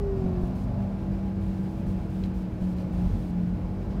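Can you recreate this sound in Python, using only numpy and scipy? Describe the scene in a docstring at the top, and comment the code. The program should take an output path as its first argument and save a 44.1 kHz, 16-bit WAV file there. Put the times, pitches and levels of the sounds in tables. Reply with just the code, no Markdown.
"""City bus, inside, rolling along a street: it eases off with a brief shudder, coasts, then speeds up.
Gears whine with road speed; engine firings drive a cabin boom, low tones and a pulsing roar.
Tyres rumble through the body, which heaves over uneven road and thuds at joints.
Behind that, air rushes, vents and a fan sing faintly, the trim ticks and a thin hiss comes and goes."""
import sys
import numpy as np
from scipy import signal
from scipy.fft import rfft, irfft
from scipy.io import wavfile
from scipy.ndimage import uniform_filter1d

SR = 44100
rng = np.random.default_rng(int(sys.argv[2]) if len(sys.argv) > 2 else 0)


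def transcribe(signal):
    """Save signal, clipped to [-1, 1], as a 16-bit WAV file at the path in sys.argv[1]."""
    frames = np.atleast_2d(signal).T
    limited = np.clip(frames, -1, 1)
    pcm = np.round(limited * 32767).astype(np.int16)
    wavfile.write(sys.argv[1], SR, pcm)


N = 176400


def drivetrain():
    """Engine and gears: the engine runs free near idle, then the clutch locks it to one firing a turn."""
    whine_pitch = [(0.0, 407.4), (0.1, 393.0), (0.27, 371.3), (0.44, 353.1), (0.7, 339.6), (0.95, 329.5),
                   (1.3, 327.3), (1.7, 321.7), (1.9, 324.8), (2.25, 320.1), (2.6, 312.3), (3.02, 306.5),
                   (3.45, 301.4), (3.62, 308.5), (3.8, 323.0), (4.0, 335.9)]  # t/s, f/Hz
    free_firing = [(0, 46), (.25, 45), (.37, 44.3), (.48, 46.8), (.63, 47.5), (.75, 49.6)]  # t/s, firing rate/Hz
    engine_load = [(0, -44.5), (.35, -43.5), (.52, -44), (.8, -44), (1.25, -48), (2.5, -49.5), (3, -45.5),
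                   (3.4, -51.5), (3.7, -47), (4, -46)]  # t/s, relative level/dB
    whine_per_turn, speed_jitter = 6.8, 0.00124
    lock_s = free_firing[-1][0]
    whine_hz = curve(whine_pitch) * (1 + speed_jitter * walk(15))
    whine_cycles = np.cumsum(whine_hz) / SR
    turns = whine_cycles / whine_per_turn
    firing_hz = np.where(seconds() < lock_s, curve(free_firing), whine_hz / whine_per_turn)
    firings = np.cumsum(firing_hz) / SR
    load = undb(curve(engine_load))
    return (cabin_boom(firings) + gears(whine_cycles, turns) + engine_tones(firings, load)
            + engine_roar(firings, load) + shudder(firings))


def cabin_boom(firings):
    """The cabin booms at four cycles per firing."""
    boom_level = [(0, -42), (.17, -47), (.25, -25.5), (.33, -34), (.43, -30), (.55, -34), (.73, -40.5),
                  (.81, -28.5), (1, -38), (1.12, -31.5), (1.66, -31), (1.75, -40.5), (1.94, -28.5),
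                  (2.06, -38), (2.25, -28.5), (2.43, -31.5), (2.55, -48), (2.64, -27.5), (2.8, -35.5),
                  (3.06, -28), (3.14, -41), (3.4, -29), (3.5, -29.5), (3.62, -35.5), (4, -36.5)]  # t/s, relative level/dB
    return undb(curve(boom_level) + 0.5) * tone(4 * firings, rough=0.14, rate_hz=25)


def gears(whine_cycles, turns):
    """Tones locked to road speed: a whine, its third harmonic, a low note, an upper pair, a whistle."""
    whine_level = [(0, -33), (.09, -29), (.17, -34.5), (.27, -37.5), (.38, -37), (.5, -45.5), (.62, -53),
                   (.85, -57), (.98, -44.5), (1.65, -42), (2.25, -43.3), (2.8, -45.3), (3.8, -44.5),
                   (4, -55)]  # t/s, level/dB
    note_level = [(0, -55), (.3, -55), (.53, -40), (1, -50), (1.5, -53), (2.3, -52.5), (3.25, -40.5),
                  (3.7, -47.5), (3.85, -49)]  # t/s, level/dB
    upper_level = [(0, -60), (.18, -57), (.28, -48), (.45, -57), (.78, -52.5), (1.05, -57), (1.25, -62),
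                   (2.4, -62), (3.05, -58), (3.55, -58), (4, -66)]  # t/s, level/dB
    upper_orders = [12, 13.6]  # cycles per turn
    upper_db = [0, -.5]  # relative level/dB per order
    whine = undb(curve(whine_level)) * tone(whine_cycles, rough=0.047, rate_hz=18)
    third = undb(-71.5) * tone(3 * whine_cycles, rough=0.4, rate_hz=5)
    note = undb(curve(note_level)) * tone(4.93 * turns, rough=0.52, rate_hz=11)
    upper = sum(undb(db) * tone(order * turns, rough=0.5, rate_hz=22)
                for order, db in zip(upper_orders, upper_db))
    whistle = undb(-69.5) * tone(32.9 * turns, rough=0.41, rate_hz=11)
    return whine + third + note + undb(curve(upper_level)) * upper + whistle


def engine_tones(firings, load):
    """Weaker engine and belt tones follow the load and swell where they cross the cabin's air mode."""
    orders = [1, 1.33, 1.65, 2, 2.48, 2.95, 3.4, 8]  # cycles per firing
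    order_db = [-43, -46, -48.5, -38, -45, -43.5, -49.5, -54.5]  # relative level/dB per order
    tones = unit(load) * sum(undb(db) * tone(order * firings, rough=0.94, rate_hz=9)
                             for order, db in zip(orders, order_db))
    return tones + undb(-5) * resonate(tones, hz=182, width_hz=20)


def engine_roar(firings, load):
    """Broad noise that follows the load and pulses with each firing."""
    spectrum = [(90, -5), (150, 0), (220, -26.5), (300, -1.5), (480, 0.5), (690, 2), (800, -3.5),
                (910, -7.5), (1000, -5.5), (1280, -13.5), (1400, -12), (2000, -39.5), (4000, -31)]  # f/Hz, relative density/dB
    pulsing = 1 + 0.1 * np.sin(2 * np.pi * firings)
    return undb(-1) * load * unit(noise(spectrum) * pulsing)


def shudder(firings):
    """Near idle, uneven single firings knock on the body."""
    body_modes = [(55, 45, -2), (136, 40, 0.5), (217, 46, 7), (730, 250, -21)]  # f/Hz, width/Hz, relative level/dB
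    pulses = np.diff(np.floor(firings), prepend=0) * undb(1.7 * walk(42))
    knocks = signal.fftconvolve(pulses - pulses.mean(), strike(body_modes, 0))[:N]
    return undb(-31) * swell(at_s=0.26, half_s=0.11) * unit(knocks)


def tyre_rumble():
    """Steady tyre noise carried through the body."""
    spectrum = [(18, -14), (32, -20), (42, 0), (52, 3), (65, -0.5), (100, -3.5), (150, -4), (200, -4),
                (260, -11.5), (330, -17), (450, -18.5), (900, -31.5)]  # f/Hz, relative density/dB
    return undb(-33.5) * noise(spectrum)


def body_heave():
    """Deep swells as the body heaves over uneven road."""
    heaves = [(.34, 0.084, -39.5), (0.686, 0.038, -31), (1.87, 0.09, -32.5), (2.01, 0.039, -34),
              (2.278, 0.082, -34), (2.673, 0.1, -38.5), (2.967, 0.045, -31), (3.124, 0.12, -30.5),
              (3.6, 0.1, -35), (3.973, 0.083, -29)]  # t/s, half length/s, level/dB
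    spectrum = [(20, -13.5), (36, -6.5), (48, 10.5), (62, -9), (85, 6), (125, -11), (175, -7), (250, -21),
                (700, -31.5), (1500, -39.5), (3000, -50.5), (8000, -68)]  # f/Hz, relative density/dB
    power = sum((undb(db) * swell(at_s, half_s)) ** 2 for at_s, half_s, db in heaves)
    return np.sqrt(power) * noise(spectrum)


def wheel_thuds():
    """Wheels hit road joints and ring the body's modes."""
    thuds = [(0.246, -26), (.436, -21.5), (1.87, -29.5), (2.621, -32), (3.061, -28)]  # t/s, relative level/dB
    body_modes = [(50.4, 14, 1), (82, 50, 2), (179, 78, 2)]  # f/Hz, width/Hz, relative level/dB
    return sum(undb(db) * strike(body_modes, at_s) for at_s, db in thuds)


def cabin_air():
    """Softly fluttering rush of air, combed by close reflections from windows and seats."""
    spectrum = [(1500, -0.5), (1700, -2), (2050, -6), (2330, -4.5), (2700, -8), (3500, -12), (4050, -14),
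                (4600, -15.5), (5000, -14.5), (6200, -19.5), (8000, -23), (12000, -26), (15500, -27)]  # f/Hz, relative density/dB
    ring_s, echo_db, low_cut_hz, flutter_db = 0.02, -14, 1450, 0.83
    direct = noise(spectrum)
    age_s = np.arange(4096) / SR
    response = rng.standard_normal(len(age_s)) * np.exp(-age_s / ring_s)
    echoes = irfft(rfft(direct) * rfft(response / np.linalg.norm(response), N), N)
    highpass = signal.butter(3, low_cut_hz, "high", fs=SR, output="sos")
    air = signal.sosfilt(highpass, direct + undb(echo_db) * echoes)
    return undb(-61 + flutter_db * walk(30.5)) * unit(air)


def vents():
    """Air vents sing faintly in narrow bands."""
    bands = [(2350, 200, -76), (4020, 100, -85.5), (4250, 110, -84.5), (4940, 120, -82), (12450, 450, -88),
             (13830, 200, -88.5)]  # f/Hz, width/Hz, level/dB
    return sum(undb(db) * unit(resonate(rng.standard_normal(N), hz, width_hz))
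               for hz, width_hz, db in bands)


def fan():
    """Faint fan note with a wobbling pitch."""
    pitch_hz = 838 * (1 + 0.008 * walk(9))
    return undb(-58) * tone(np.cumsum(pitch_hz) / SR, rough=0.55, rate_hz=24)


def trim():
    """Loose plastic: ticks ring its modes and leave a short tail; rattles shake the same modes."""
    ticks = [(1.425, -56), (2.2376, -41.5), (2.2391, -42), (2.2425, -48), (2.26, -54), (2.64, -53),
             (2.785, -49.5), (2.797, -54)]  # t/s, relative level/dB
    rattles = [(.27, .06, -76), (0.572, .08, -72), (2.8, 0.045, -66), (3.082, .1, -66), (3.924, 0.031, -64)]  # t/s, half length/s, relative level/dB
    modes = [(2480, 330, -1.5), (3120, 200, -.5), (3980, 230, -.5), (4600, 500, -11), (6200, 700, -19)]  # f/Hz, width/Hz, relative level/dB
    band_hz = [1900, 6800]  # low edge/Hz, high edge/Hz
    tail_s, tail_db = 0.018, -22
    t = seconds()
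    rings = sum(undb(db) * strike(modes, at_s) for at_s, db in ticks)
    shake = sum(undb(db) * swell(at_s, half_s) for at_s, half_s, db in rattles) * undb(2 * walk(120))
    for at_s, db in ticks:
        age_s = np.maximum(t - at_s, 0)
        shake += (t >= at_s) * undb(db + tail_db) * np.exp(-age_s / tail_s)
    grain = rng.standard_normal(N)
    buzz = sum(undb(db) * resonate(grain, hz, 2 * width_hz) for hz, width_hz, db in modes)
    bandpass = signal.butter(3, band_hz, "band", fs=SR, output="sos")
    return signal.sosfilt(bandpass, rings + shake * unit(buzz))


def hiss():
    """Thin hiss in short spells."""
    spells = [(0.41, 0.484, -65.5), (0.55, 0.652, -64.5), (1.408, 1.813, -68), (1.864, 1.935, -64),
              (1.94, 2.07, -69.5), (2.098, 2.266, -65.5), (2.34, 2.434, -66), (2.608, 2.74, -65.5),
              (2.763, 2.83, -65.5), (2.925, 3.313, -65)]  # start/s, end/s, level/dB
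    spectrum = [(800, -24), (3000, 7), (6000, 1), (10000, -2), (15500, -5.5)]  # f/Hz, relative density/dB
    edge_s = 0.0057
    t = seconds()
    gate = sum(undb(db) * np.clip(np.minimum(t - start_s, end_s - t) / edge_s + 0.5, 0, 1)
               for start_s, end_s, db in spells)
    return gate * noise(spectrum)


def undb(db):
    """Decibels to gain."""
    return 10 ** (np.asarray(db) / 20)


def unit(x):
    """Scale to rms 1."""
    return x / np.sqrt(np.mean(x ** 2))


def seconds():
    """Time of every sample."""
    return np.arange(N) / SR


def curve(rows):
    """Join (t/s, value) rows with straight lines."""
    return np.interp(seconds(), *np.array(rows, float).T)


def swell(at_s, half_s):
    """Gaussian envelope, 1/e at half_s from its peak."""
    return np.exp(-((seconds() - at_s) / half_s) ** 2)


def walk(rate_hz):
    """Random drift of rms 1: held steps, smoothed twice."""
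    hold = int(SR / rate_hz)
    steps = np.repeat(rng.standard_normal(1024), hold)[:N]
    return unit(uniform_filter1d(uniform_filter1d(steps, hold), hold))


def noise(spectrum):
    """Noise of rms 1 shaped by (f/Hz, density/dB) rows, falling 12 dB/octave beyond them."""
    hz, db = np.array(spectrum, float).T
    f = np.maximum(np.arange(N // 2 + 1) * SR / N, 1)
    gain = undb(np.interp(np.log(f), np.log(hz), db))
    skirts = np.minimum(f / hz[0], 1) ** 2 * np.minimum(hz[-1] / f, 1) ** 2
    return unit(irfft(rfft(rng.standard_normal(N)) * gain * skirts, N))


def tone(cycles, rough, rate_hz):
    """Sine of rms near 1 whose strength and phase waver."""
    waver = 1 + rough * (walk(rate_hz) + 1j * walk(rate_hz))
    carrier = np.exp(2j * np.pi * (cycles + rng.random()))
    return np.sqrt(2 / (1 + 2 * rough ** 2)) * np.imag(waver * carrier)


def resonate(x, hz, width_hz):
    """One resonance, gain 1 at its centre."""
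    return signal.lfilter(*signal.iirpeak(hz, hz / width_hz, fs=SR), x)


def strike(modes, at_s):
    """Modes (f/Hz, width/Hz, level/dB) ringing down from a blow."""
    age_s = np.maximum(seconds() - at_s, 0)
    return sum(undb(db) * np.exp(-np.pi * width_hz * age_s) * np.sin(2 * np.pi * hz * age_s)
               for hz, width_hz, db in modes)


def scene():
    """Mono mix at a window seat."""
    driving = drivetrain() + tyre_rumble() + body_heave() + wheel_thuds()
    background = cabin_air() + vents() + fan() + hiss() + trim()
    return (driving + background)[None]


def record(dry):
    """Steep low-pass on the top treble."""
    top_hz = 15750
    return signal.sosfilt(signal.ellip(10, 0.1, 80, top_hz, fs=SR, output="sos"), dry)


dry = scene()
out = record(dry)
transcribe(out)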